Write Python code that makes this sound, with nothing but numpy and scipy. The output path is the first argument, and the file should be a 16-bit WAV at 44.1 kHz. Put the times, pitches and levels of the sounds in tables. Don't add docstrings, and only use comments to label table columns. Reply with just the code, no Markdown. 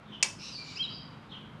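import sys
import numpy as np
from scipy import signal
from scipy.fft import rfft, irfft
from scipy.io import wavfile

SR = 44100
rng = np.random.default_rng(int(sys.argv[2]) if len(sys.argv) > 2 else 0)


def to_wav(sig):
    pcm = np.clip(np.atleast_2d(sig), -1, 1) * 32767
    pcm = np.round(pcm).astype(np.int16)
    wavfile.write(sys.argv[1], SR, pcm.T)


N = 70560
TIME = np.arange(N) / SR


def from_db(db):
    return 10 ** (np.asarray(db) / 20)


def rms_one(x):
    return x / np.sqrt(np.mean(x ** 2) + 1e-20)


def at_hz(points, hz):
    f, value = np.transpose(points)
    return np.interp(np.log(np.maximum(hz, 1)), np.log(f), value)


def drift(rate):
    pole = np.exp(-2 * np.pi * rate / SR)
    white = rng.standard_normal(2 * N)
    smooth = signal.lfilter([1], [1, -2 * pole, pole * pole], white)
    return rms_one(smooth[N:])


def dying(start, t60):
    decay_db = -60 * np.clip((TIME - start) / t60, 0, 4)
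    return (TIME >= start) * from_db(decay_db)


def convolve(x, response):
    return signal.fftconvolve(x, response)[:N]


def noise(spectrum):
    gain = from_db(at_hz(spectrum, np.fft.rfftfreq(N, 1 / SR)))
    return rms_one(irfft(rfft(rng.standard_normal(N)) * gain))


def colour(spectrum):
    gain = from_db(at_hz(spectrum, np.fft.rfftfreq(N, 1 / SR)))
    cepstrum = irfft(np.log(gain))
    cepstrum[1:N // 2] *= 2
    cepstrum[N // 2 + 1:] = 0
    return rms_one(irfft(np.exp(rfft(cepstrum)))) / np.sqrt(N)


def echoes(t60s, tint, delay):
    edges = np.geomspace(120, 16000, 12)
    out = 0
    for low, high in zip(edges, edges[1:]):
        hz = np.sqrt(low * high)
        band_filter = signal.butter(2, [low, high], "band", fs=SR, output="sos")
        band = signal.sosfilt(band_filter, rng.standard_normal(N))
        envelope = rms_one(dying(delay, at_hz(t60s, hz)))
        out = out + band * from_db(at_hz(tint, hz)) * envelope
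    return out / np.sqrt(N)


def engine():
    orders = [(4, -63), (5, -62), (6, -58), (8, -61.5), (10, -72.5)]
    firing_hz, wander, waver_db = 26.22, 0.01, 4.5
    phase = 2 * np.pi * np.cumsum(firing_hz * (1 + wander * drift(2.3))) / SR
    hum = 0
    for order, db in orders:
        waver = from_db(waver_db * drift(11.6))
        tone = np.sin(order * phase + 2 * np.pi * rng.random())
        hum = hum + from_db(db) * rms_one(waver * tone)
    return hum


def background():
    # t/s, level/dB
    swell_levels = [(0, -4), (.13, 1), (.4, 1), (.65, 0), (.9, 2), (1.25, 0), (1.6, 2)]
    # f/Hz, relative level per Hz/dB
    rumble_spectrum = [(20, -43), (36, -22.5), (55, -7.5), (85, -9.5), (150, -1), (230, -4.5), (380, -13.5),
                       (750, -26), (2000, -52.5)]
    # f/Hz, relative level per Hz/dB
    air_spectrum = [(100, -8.5), (450, -0.5), (750, -0.5), (1000, 3), (1350, 1.5), (1700, -4.5), (3000, -9),
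                    (4500, -19), (7000, -29), (11500, -39.5), (13000, -45.5), (14500, -46)]
    rumble_db, air_db, air_waver_db = -53, -55, 0.8
    swell = from_db(np.interp(TIME, *np.transpose(swell_levels)))
    rumble = from_db(rumble_db) * noise(rumble_spectrum)
    air = from_db(air_db + air_waver_db * drift(12)) * noise(air_spectrum)
    return swell * (rumble + engine()) + air


def birds():
    # t/s, length/s, attack to full level/s, start f/Hz, middle f/Hz, end f/Hz, level/dB,
    # 2nd harmonic/dB, 3rd harmonic/dB (both relative to the first), rasp 0-1, direct sound gain/dB
    notes = [ (0.033, 0.085, 0.14, 3600, 3500, 3220, -56, -43, -70, 1, -1),
             (0.117, 0.051, 0.0095, 3234, 3093, 2820, -50.5, -42, -47, 0.69, 2),
             (0.24, 0.012, 0.015, 4800, 5720, 5950, -62, -35, -23, .15, 0),
             (0.381, .10, 0.01, 2504, 2802, 2856, -55.5, 4.5, -36, .7, -3),
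             (0.391, .11, 0.023, 4040, 3854, 3885, -55.5, -13, -44, 1, -4.5),
             (.505, .10, 0.02, 5090, 4552, 4495, -46.5, -32, -51, 0.43, -2.5),
             (0.573, 0.062, 0.013, 2327, 2387, 2310, -60.5, -10, -22, 0.07, 9.5),
             (.635, 0.14, 0.0053, 2314, 2369, 2348, -61.5, 1, -7, 0.62, 2.5),
             (0.639, 0.1, 0.011, 2970, 2907, 2870, -64, -8.5, -40, 0.4, -1),
             (0.646, .08, 0.0098, 4030, 3900, 3745, -57.5, -30.5, -35, .8, 0.5),
             (.755, .03, .004, 4600, 5080, 5250, -47, -42, -55, .15, 5),
             (.764, 0.0228, 0.0093, 2400, 2720, 3074, -45, -8, -34, .15, 4.5),
             (.786, 0.049, 0.023, 2959, 3221, 3120, -43, -61, -51.5, .02, 13),
             (.824, .04, .006, 4200, 3870, 3770, -47, -62, -70, .04, 11),
             (0.831, 0.0255, 0.0066, 3150, 3156, 2890, -43.5, -54, -62, 0.52, 6),
             (0.884, 0.092, 0.012, 4385, 4797, 4852, -50.5, -44.5, -62, .4, -1.5),
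             (1.287, 0.042, 0.012, 3510, 3740, 3590, -59.5, -42.5, -41, 0.98, 0),
             (1.313, 0.0727, 0.0078, 3250, 3134, 3176, -55, -48, -55, 0.67, 8)]
    # f/Hz, relative level per Hz/dB
    hiss_spectrum = [(1800, -19), (2600, -1), (5500, 8.5), (8500, -19.5), (10500, -13.5), (12500, -30)]
    # f/Hz, t60/s
    garden_t60 = [(2500, .65), (3800, 0.79), (5200, 0.42), (7000, 0.98), (11000, .45)]
    # f/Hz, relative level/dB
    garden_colour = [(2000, 5), (5000, 2), (12000, 0.5)]
    release_s, garden_db, garden_delay_s = 0.011, 0.5, .006
    rasp_swing, rasp_rate_hz = 0.087, 330
    fourth_below_second_db, hiss_db, hiss_over_second_db = 34.5, -5, 24

    direct, scattered = np.zeros(N), np.zeros(N)
    hiss = from_db(hiss_db) * noise(hiss_spectrum)
    for s, length, attack, start_hz, middle_hz, end_hz, db, second_db, third_db, rasp, direct_db in notes:
        progress = np.clip((TIME - s) / length, 0, 1)
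        parabola = np.polyfit([0, .5, 1], [start_hz, middle_hz, end_hz], 2)
        pitch = np.polyval(parabola, progress) * (1 + rasp_swing * rasp * drift(rasp_rate_hz))
        phase = 2 * np.pi * np.cumsum(pitch) / SR
        harmonics = from_db([0, second_db, third_db, second_db - fourth_below_second_db])
        tone = sum(gain * np.sin(k * phase) for k, gain in enumerate(harmonics, 1))
        breath = rasp * from_db(min(second_db + hiss_over_second_db, 0)) * hiss
        rise = np.clip((TIME - s) / attack, 0, 1)
        fall = np.clip((s + length - TIME) / release_s, 0, 1)
        note = np.sqrt(2) * from_db(db) * rise * fall * (tone + breath)
        direct += from_db(direct_db) * note
        scattered += note
    garden = echoes(garden_t60, garden_colour, garden_delay_s)
    return direct + from_db(garden_db) * convolve(scattered, garden)


def bolt():
    # t/s, relative level/dB
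    contacts = [(0.22722, 0), (0.22912, 0), (0.23028, -4), (0.23334, -8)]
    # f/Hz, relative level/dB, t60/s
    modes = [(2310, -23, .04), (2636, -25, .025), (2800, -25, .025), (3214, -28, .03), (4230, -33, .03),
             (4565, -30, .025), (5228, -24, .024), (5582, -20, .02), (6080, -30, .02), (6313, -29, .025),
             (6520, -30, .025), (6872, -22, .028), (7750, -30, .018), (8635, -25, .025)]
    # f/Hz, relative level per Hz/dB
    crack_spectrum = [(60, -41.5), (200, -19), (340, -6.5), (700, -16), (1300, -6), (1700, -20.5),
                      (2400, 3), (3700, -8), (4700, 4), (6000, 2.5), (8400, -3), (10500, -16),
                      (12500, -33.5), (14000, -44)]
    knock_db, ring_db = 0, -3.5
    rattle_db, rattle_t60_s = -22, 0.021
    ring_band_hz = (1490, 9100)

    knocks, rattle, ring = np.zeros(N), 0, 0
    for s, db in contacts:
        knocks[int(s * SR)] += from_db(db)
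        rattle = rattle + from_db(db) * dying(s, rattle_t60_s)
        for hz, level_db, t60 in modes:
            oscillation = np.sin(2 * np.pi * hz * (TIME - s))
            ring = ring + from_db(db + level_db) * dying(s, t60) * oscillation
    chatter = from_db(rattle_db) * rattle * rng.standard_normal(N)
    force = from_db(knock_db) * knocks + chatter
    ring_filter = signal.butter(3, ring_band_hz, "band", fs=SR, output="sos")
    trimmed_ring = signal.sosfilt(ring_filter, ring)
    return convolve(force, colour(crack_spectrum)) + from_db(ring_db) * trimmed_ring


def yard(x):
    # f/Hz, t60/s
    yard_t60 = [(300, .35), (2500, 0.21), (6000, .36), (12000, .33)]
    # f/Hz, relative level/dB
    yard_colour = [(200, 5), (1000, 9.5), (1700, 3), (2600, -6.5), (3300, 1.5), (4200, 6), (5500, -4),
                   (7500, -9), (10000, -7.5), (13000, 4.5)]
    slap_s, slap_db, slap_t60_s = 0.013, -15, 0.037
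    yard_db, yard_delay_s = -9.5, 0.01
    slap = rms_one(rng.standard_normal(N) * dying(slap_s, slap_t60_s)) / np.sqrt(N)
    tail = echoes(yard_t60, yard_colour, yard_delay_s)
    return convolve(x, from_db(slap_db) * slap + from_db(yard_db) * tail)


def scene():
    # f/Hz, relative level per Hz/dB
    side_spectrum = [(100, -9.5), (6000, -1.5), (11500, 9.5), (13500, -15)]
    side_hiss_db, side_echo_db = -96.5, -36
    snap = bolt()
    centre = snap + yard(snap) + birds() + background()
    side = from_db(side_hiss_db) * noise(side_spectrum) + from_db(side_echo_db) * yard(snap)
    return centre + side * np.array([[1], [-1]])


def record(dry):
    ceiling = 0.53
    rolloff_hz, cutoff_hz = 12500, 14500
    rounded = ceiling * dry / (ceiling ** 4 + dry ** 4) ** (1 / 4)
    dulled = signal.sosfilt(signal.butter(6, rolloff_hz, fs=SR, output="sos"), rounded)
    steep_cut = signal.cheby1(12, .1, cutoff_hz, fs=SR, output="sos")
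    return signal.sosfilt(steep_cut, dulled)


dry = scene()
out = record(dry)
to_wav(out)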